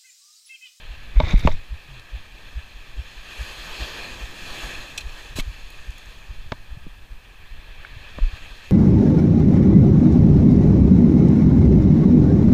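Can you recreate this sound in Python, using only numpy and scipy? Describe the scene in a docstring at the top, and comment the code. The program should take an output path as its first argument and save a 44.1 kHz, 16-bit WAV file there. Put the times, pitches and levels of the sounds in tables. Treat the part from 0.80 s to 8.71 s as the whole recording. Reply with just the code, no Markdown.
"""Surf breaks on a rocky shore, heard through the sealed housing of a chest-mounted camera. The angler's
heartbeat and body movement thump through the strap as short swings and low rumble. Knocks ring struck modes,
mostly the housing's, while near 5.72 s the rod butt strikes its mount; a sleeve rubs the housing with grainy
noise during a cast; the reel's wire bail and the line click as rattle bursts that ring metal parts. Drops of
spray tick as puffs of noise over faint microphone hiss."""
import sys
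import numpy as np
from scipy import signal
from scipy.fft import rfft, irfft
from scipy.io import wavfile
from scipy.ndimage import uniform_filter1d

SR = 44100
rng = np.random.default_rng(int(sys.argv[2]) if len(sys.argv) > 2 else 0)


def wav_out(sig):
    """Save sig, one row per channel (or a flat mono array), as 16-bit PCM at SR to the path in sys.argv[1]."""
    wavfile.write(sys.argv[1], SR, np.round(np.clip(np.atleast_2d(sig).T, -1, 1) * 32767).astype(np.int16))


def to_linear_factor(level_db):
    """Convert decibel levels (scalar or array-like) to linear amplitude factors."""
    exponent = np.asarray(level_db, float) / 20
    return 10 ** exponent


N = 348831

# Modes rung by knocks and rubs, mostly of the housing shell. Each row: frequency in Hz, relative level in dB,
# free t60 in seconds.
STRUCK_MODES = [(163.5, 22, 0.047), (246.5, 11, 0.06), (464, -1.5, .025), (621, 10, 0.047),
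                (888, 11.5, 0.034), (977, -3, 0.09), (1123, -3, 0.067), (1600, -12, 0.014),
                (2215, 5.5, 0.034), (3686, 14.5, 0.013), (4730, 14, 0.0042), (6300, 8, 0.0068)]


def evened(x):
    """Scales to rms 1."""
    return x / np.sqrt(np.mean(x ** 2) + 1e-20)


def read(points, hz):
    """Interpolates a spectrum in dB on a log-frequency axis."""
    f, value = np.transpose(points)
    return np.interp(np.log(hz + 1), np.log(f + 1), value)


def bumps(table, hz):
    """Sum of resonance-shaped peaks and dips in dB; rows of Hz, width in Hz, dB."""
    return sum(db / (1 + (2 * (hz - f) / width) ** 2) for f, width, db in table)


def add(mix, s, sound):
    """Mixes a sound in at s seconds."""
    part = mix[max(round(s * SR), 0):][:len(sound)]
    part += sound[:len(part)]


def grid(size, count):
    """Frame times in s and bin frequencies in Hz for count samples."""
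    return np.arange(count * 4 // size + 5) * size / 4 / SR, np.fft.rfftfreq(size, 1 / SR)[:, None]


def noise(field_db, size):
    """Noise from random short-time spectra under a bins x frames field of dB."""
    a, b = rng.standard_normal(field_db.T.shape + (2,)).T
    spectra = (a + 1j * b) * to_linear_factor(field_db)
    return signal.istft(spectra, nperseg=size, noverlap=size * 3 // 4)[1]


def drift(t, hz, bins, frames):
    """Random bins x frames field of rms 1, smoothed over frequency and time."""
    field = rng.standard_normal((len(t), len(hz))).T
    field = uniform_filter1d(field, size=bins, axis=0)
    return evened(uniform_filter1d(field, size=frames, axis=1))


def puff(colour, count):
    """Noise of rms 1 with the given gain per bin."""
    return evened(irfft(rfft(rng.standard_normal(count)) * colour))


def surf(patchy_db=1.1, splash_db=.7, surf_db=-50):
    """Wide noise in drifting patches and wideband splashes; low roar lags as foam, fizz shifts in surges."""
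    # Each row: time in seconds, wash level in dB over its mean.
    wash_curve = [(0, 3.5), (.8, 1), (2.1, 2), (2.4, 5.5), (2.6, 10), (2.95, 12.5), (3.22, 12), (3.5, 6.5),
                  (3.65, 10), (3.85, 14), (4.05, 7.5), (4.25, 4), (4.4, 7), (4.55, 3), (5.35, 1),
                  (6.3, -4.5), (6.9, 2), (7.55, 6.5), (7.91, 3)]
    # Each row: frequency in Hz, relative density in dB per Hz.
    wash_spectrum = [(60, -19.5), (500, -19.5), (1000, -18), (2500, -5.5), (5000, -22.5), (9000, -37),
                     (15000, -45)]
    # Treble fizz over the wash. Each row: time in seconds, level in dB.
    fizz_curve = [(0, -5.5), (2.2, -0.5), (2.6, 4), (3.2, 4.5), (3.6, 7), (4.4, 5), (5.2, 4), (6.9, -12.5),
                  (7.91, 3)]
    # Bands of spray swell as the wave breaks. Each row: centre in seconds, centre in Hz, boost in dB.
    surges = [(2.62, 11500, 5), (3.08, 4900, 4), (3.05, 12800, 4)]
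    surge_s, surge_hz = .17, 1100  # half length, half width
    roar_hz, fizz_hz = 935, 5630  # roar lies below, fizz above
    foam_s = 0.36  # foam builds up behind the wash and lingers
    roar_extra_db, roar_db_per_foam_db, roar_db_per_wash_db = -4, 0.97, -0.041
    far_roar_db = 3.5  # distant breakers hold the low roar above this, on the wash scale

    t, hz = grid(size=512, count=N)
    wash_db = np.interp(t, *np.transpose(wash_curve))
    linger = np.exp(-t[1] / foam_s)
    foam_start = [linger * to_linear_factor(wash_db[0]) ** 2]
    foam_power = signal.lfilter([1 - linger], [1, -linger], to_linear_factor(wash_db) ** 2, zi=foam_start)[0]
    foam_db = 10 * np.log10(foam_power)
    roar_db = roar_extra_db + roar_db_per_foam_db * foam_db + roar_db_per_wash_db * wash_db
    roar_db = 10 * np.log10(to_linear_factor(roar_db) ** 2 + to_linear_factor(far_roar_db - wash_db) ** 2)
    fizz_db = np.interp(t, *np.transpose(fizz_curve))

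    patches = drift(t, hz, bins=8, frames=20)
    splashes = evened(uniform_filter1d(rng.standard_normal(len(t)), size=10))
    low = 1 / (1 + (hz / roar_hz) ** 2)
    high = 1 / (1 + (fizz_hz / (hz + 1)) ** 4)
    surges_db = sum(db * np.exp(-((t - s) / surge_s) ** 2 - ((hz - f) / surge_hz) ** 2)
                    for s, f, db in surges)
    field_db = read(wash_spectrum, hz) + wash_db + low * roar_db + high * fizz_db + surges_db
    field_db = field_db + patchy_db * patches + splash_db * splashes
    return to_linear_factor(surf_db) * noise(field_db, size=512)[:N]


def thump(hz, cycles, phase, glide=0.):
    """A brief swing of the chest strap, Gaussian around .1 s; glide bends its pace."""
    t = np.arange(-.1, .15, 1 / SR)
    turns = hz * t
    return np.exp(-(turns / (0.67 * cycles)) ** 2) * np.cos(2 * np.pi * (turns - glide * turns ** 2) + phase)


def movement(lumpy_db=3):
    """Lumpy low rumble of body movement through the strap."""
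    # Each row: time in seconds, level in dB.
    sway = [(0, -42.5), (.35, -37.5), (.45, -23.5), (.74, -17.5), (.82, -42.5), (6.1, -38), (6.5, -43.5),
            (7.45, -36.5), (7.91, -42.5)]
    # Each row: frequency in Hz, relative density in dB per Hz.
    strap_spectrum = [(15, 9.5), (28, -5), (90, -11), (150, -21.5), (250, -31.5), (500, -73)]
    t, hz = grid(size=2048, count=N)
    lumps = evened(uniform_filter1d(rng.standard_normal(len(t)), size=3))
    rumble = evened(noise(read(strap_spectrum, hz) + lumpy_db * lumps, size=2048)[:N])
    return rumble * to_linear_factor(np.interp(np.arange(N) / SR, *np.transpose(sway)))


def heartbeats(second_s=.19, second_db=-12, second_hz=38, snap_s=0.0057, snap_hz=105, snap_db=-14):
    """Each beat swings the strap; the valves snap shut and a second heart sound follows."""
    # Each row: centre of the first sound in seconds, its peak in dB.
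    beats = [(.082, -28.5), (0.925, -23), (1.349, -24), (1.774, -22), (2.194, -21.5), (2.611, -22.5),
             (3.022, -22.5), (3.438, -24.5), (3.851, -27), (4.267, -25), (4.68, -22), (5.094, -23.5),
             (5.508, -25), (5.926, -26), (6.323, -28), (6.724, -29.5), (7.127, -36), (7.536, -24.5)]
    beat_hz_at_ref, ref_db, hz_per_db = 54.2, -22, 2.5  # stronger beats swing faster
    start_cycles, cycles_lost_per_s = 2.01, 0.18  # beats grow shorter as time passes
    glide_per_cycle, steady_cycles = -0.35, 1.3  # longer beats speed up, shorter ones slow down
    out = np.zeros(N)
    for s, db in beats:
        beat_hz = beat_hz_at_ref + hz_per_db * (db - ref_db)
        cycles = start_cycles - cycles_lost_per_s * s
        glide = glide_per_cycle * (cycles - steady_cycles)
        add(out, s - .1, to_linear_factor(db) * thump(beat_hz, cycles, np.pi, glide))
        add(out, s + second_s - .1, to_linear_factor(db + second_db) * thump(second_hz, 1.2, np.pi))
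        add(out, s + snap_s - .1, to_linear_factor(db + snap_db) * thump(snap_hz, 1.5, 0))
    return out


def jolts(jolt_cycles=0.85):
    """Jolts of the strap: each swings out, then back."""
    # Each row: centre in seconds, envelope peak in dB, frequency in Hz.
    jolt_rows = [(.38, -2.5, 40), (0.441, -11, 70), (.558, -3, 32.4), (.54, -9, 133), (0.662, -7, 58),
                 (0.724, -12.5, 13.6), (4.564, -25, 73), (4.614, -18, 21), (4.699, -25, 56),
                 (5.974, -30, 116), (7.12, -40, 62), (7.17, -30, 88), (7.384, -26.5, 62), (7.434, -7.5, 33),
                 (7.468, -14.5, 33)]
    out = np.zeros(N)
    for s, db, jolt_hz in jolt_rows:
        add(out, s - .1, to_linear_factor(db) * thump(jolt_hz, jolt_cycles, np.pi / 2))
    return out


def hum():
    """A short low sine sinks in pitch, faded at both ends."""
    # Each row: time in seconds, frequency in Hz, rms level in dB.
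    hum_curve = [(1.07, 155, -51), (1.13, 129, -44.5), (1.24, 109, -56)]
    out = np.zeros(N)
    s, hum_hz, db = np.transpose(hum_curve)
    t = np.arange(s[0], s[-1], 1 / SR)
    tone = np.sin(2 * np.pi * np.cumsum(np.interp(t, s, hum_hz)) / SR)
    tone *= signal.windows.tukey(len(t), .3)
    add(out, s[0], np.sqrt(2) * to_linear_factor(np.interp(t, s, db)) * tone)
    return out


def body():
    """Movement, heartbeats, jolts and hum, all carried by the strap."""
    return movement() + heartbeats() + jolts() + hum()


def knocks(soft_samples=5, crack_db=-11, crack_t60_s=.014, lead_s=.0018, swell_cycles=0.15):
    """Each blow rings the struck modes nearest to what it favours; a short crack of first contact leads."""
    # Each row: start in seconds, level in dB, frequency the blow favours in Hz,
    # dB lost per squared octave away, share of the free ring time left by the grip.
    blows = [(.401, -4.5, 800, 2.3, .85), (.435, -22, 1000, 8, .6), (.540, -18, 250, 5, .7),
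             (.6505, -8, 170, 5, .7), (.6733, -3, 800, 2.5, .65), (.684, -17, 620, 12, 1.1),
             (4.585, -19, 290, 6, .9), (4.587, -22, 2500, 10, .9), (4.596, -18, 2200, 10, .9),
             (5.7197, -10, 900, 1.5, .55), (5.7225, -22, 200, 6, .7), (6.065, -30, 200, 4, .9),
             (7.047, -22, 1650, 150, .9), (7.385, -19, 500, 3, .4)]
    out, t = np.zeros(N), np.arange(4096) / SR
    hz, mode_db, t60 = np.transpose(STRUCK_MODES)[:, :, None]
    bins_hz = np.fft.rfftfreq(len(t), 1 / SR) + 1
    touch = np.exp(-(np.arange(-24, 25) / soft_samples) ** 2 * 4)  # contact lasts a few samples
    swell = 1 - np.exp(-t * hz / swell_cycles)  # modes build up over part of a cycle, bass last
    for s, db, blow_hz, loss_db, free in blows:
        ring_db = mode_db - loss_db * np.log2(hz / blow_hz) ** 2 - 60 * t / (t60 * free)
        rings = (swell * to_linear_factor(ring_db) * np.sin(2 * np.pi * hz * t)).sum(0)
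        rings = np.r_[np.zeros(round(lead_s * SR)), rings][:len(t)]
        crack = puff(to_linear_factor(-loss_db * np.log2(bins_hz / blow_hz) ** 2), len(t))
        crack *= to_linear_factor(crack_db - 60 * np.maximum(t - lead_s, 0) / crack_t60_s)
        blow = rings / abs(rings).max() + crack
        blow *= 1 - np.exp(-t * 9000 / np.sqrt(loss_db))  # a narrow blow swells over some cycles
        add(out, s, to_linear_factor(db) * np.convolve(blow, touch / touch.sum())[24:])
    return out


def rub(grain_db=3, scrape_db=3, ring_db=14, width_hz=350, fall_db_per_s=295):
    """Sleeve fibres catch and slip: grainy noise that rings the shell; each stroke swells, then fades."""
    # Each row: peak in seconds, level in dB, swell in dB per s, tilt above 3 kHz in dB per octave.
    stroke_rows = [(.37, -41.5, 300, -14), (0.512, -27.5, 140, 5), (0.594, -34.5, 400, 13),
                   (0.659, -32.5, 268, 9), (.72, -42, 150, 11)]
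    # Each row: frequency in Hz, relative density in dB per Hz.
    cloth_spectrum = [(150, 17.5), (1200, 8.5), (3600, 1.5), (6000, -10), (9000, -31.5), (15000, -41)]
    out, start = np.zeros(N), stroke_rows[0][0] - .05
    s, db, rise, tilt_db = np.transpose(stroke_rows)[:, :, None]
    t, hz = grid(size=256, count=round((stroke_rows[-1][0] + .15 - start) * SR))
    strokes_db = db - np.maximum(rise * (s - start - t), fall_db_per_s * (t + start - s))
    tilt_now_db = tilt_db[strokes_db.argmax(0), 0]  # the loudest stroke sets the tilt
    reached = [(f, width_hz, ring_db) for f, _, _ in STRUCK_MODES if 2000 < f < 4000]
    field_db = read(cloth_spectrum, hz) + bumps(reached, hz)
    field_db = field_db + tilt_now_db * np.log2(np.maximum(hz / 3000, 1))
    scrapes = drift(t, hz, bins=12, frames=6)
    grains = rng.standard_normal(len(t))
    fibres = evened(noise(field_db + scrape_db * scrapes + grain_db * grains, size=256))
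    add(out, start, fibres * to_linear_factor(np.interp(np.arange(len(fibres)) / SR, t, strokes_db.max(0))))
    return out


def clicks(thin_per_s=20, blur_s=.04):
    """Reel and line clicks: held, then dying rattles ring the reel; a long rattle blurs the rings."""
    # Each row: start in seconds, level in dB, tilt above 3 kHz in dB per octave,
    # hold in seconds, t60 in seconds.
    click_rows = [(1.196, -36, -13, 0.00091, .02), (4.176, -20.5, -11, 0.0035, 0.05),
                  (4.206, -32, -12.5, .001, 0.076), (4.553, -30.5, -9, 0.052, 0.027),
                  (4.584, -32, -8, 0.019, 0.031)]
    # Metal rings. Each row: frequency in Hz, width in Hz, peak before blurring in dB.
    reel_rings = [(2560, 410, 15.5), (3090, 100, 9), (4030, 140, 11), (5700, 210, 15), (7750, 140, 15),
                  (10000, 320, 9)]
    out, t = np.zeros(N), np.arange(4096) / SR
    hz = np.fft.rfftfreq(4096, 1 / SR)
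    for s, db, tilt_db, held_s, t60_s in click_rows:
        rings_db = bumps(reel_rings, hz) / (1 + held_s / blur_s)
        colour = to_linear_factor(rings_db + tilt_db * np.log2(np.maximum(hz / 3000, 1)))
        # small parts give little bass unless the rattle lasts
        colour *= thin_per_s * held_s + 1 / (1 + (2300 / (hz + 1)) ** 6)
        onset = np.minimum(t / (0.00033 + 0.25 * held_s), 1)
        decay = to_linear_factor(db - 60 * np.maximum(t - held_s, 0) / t60_s)
        add(out, s, puff(colour, len(t)) * decay * onset)
    return out


def drops(t60_s=0.012, loss_db=4, trim_db=-1):
    """Drops of spray tick nearby: each a tiny decaying puff of noise around its pitch."""
    # Each row: start in seconds, level before the trim in dB, pitch in Hz.
    drop_rows = [(4.904, -42, 6880), (5.1063, -44, 6650), (5.182, -41, 7070), (5.258, -43, 4000)]
    out, t = np.zeros(N), np.arange(1024) / SR
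    hz = np.fft.rfftfreq(len(t), 1 / SR) + 1
    for s, db, drop_hz in drop_rows:
        colour = to_linear_factor(-loss_db * np.log2(hz / drop_hz) ** 2)  # loss per squared octave
        add(out, s, puff(colour, len(t)) * to_linear_factor(db + trim_db - 60 * t / t60_s))
    return out


def housing(x):
    """Passage of airborne sound into the housing: minimum-phase filter of its peaks and dips."""
    # Each row: frequency in Hz, width in Hz, gain in dB.
    passage = [(1420, 117, -12), (1746, 290, 3), (2115, 423, -12), (2600, 240, 1), (2892, 325, -8),
               (3430, 470, 0.5), (3755, 135, -7.5), (4190, 170, 4), (4770, 94, 6.5), (4950, 690, -6.5),
               (5830, 290, -8.5), (6600, 370, 4.5), (8770, 530, -4.5)]
    hz = abs(np.fft.fftfreq(8192, 1 / SR))
    log_gain = np.log(to_linear_factor(bumps(passage, hz)))
    phase = -signal.hilbert(log_gain).imag
    taps = np.fft.ifft(np.exp(log_gain + 1j * phase)).real[:4096]
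    return signal.oaconvolve(x, taps)[:N]


def microphone_hiss(hiss_db=-64):
    """Steady coloured noise of the microphone."""
    # Each row: frequency in Hz, relative density in dB per Hz.
    hiss_spectrum = [(100, -16), (5000, 8), (13900, 1), (14300, 11), (14700, 1), (15500, -3)]
    t, hz = grid(size=1024, count=N)
    return to_linear_factor(hiss_db) * evened(noise(read(hiss_spectrum, hz) + 0 * t, size=1024)[:N])


def scene():
    """Airborne sound passes the housing; the rest reaches the microphone through solid parts."""
    airborne = housing(surf() + clicks() + drops())
    solid = rub() + body() + knocks()
    return (airborne + solid)[None]


def top_cut(x):
    """Nothing passes above the cut-off."""
    return signal.sosfilt(signal.butter(12, 15700, fs=SR, output="sos"), x)


def record(dry):
    """Adds microphone hiss and limits the band."""
    edge_hz = 15330
    edge = signal.firwin(1023, edge_hz, window=("kaiser", 9), fs=SR)
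    mix = signal.oaconvolve(dry + microphone_hiss(), edge[None], "same")
    return top_cut(mix)


dry = scene()
out = record(dry)
wav_out(out)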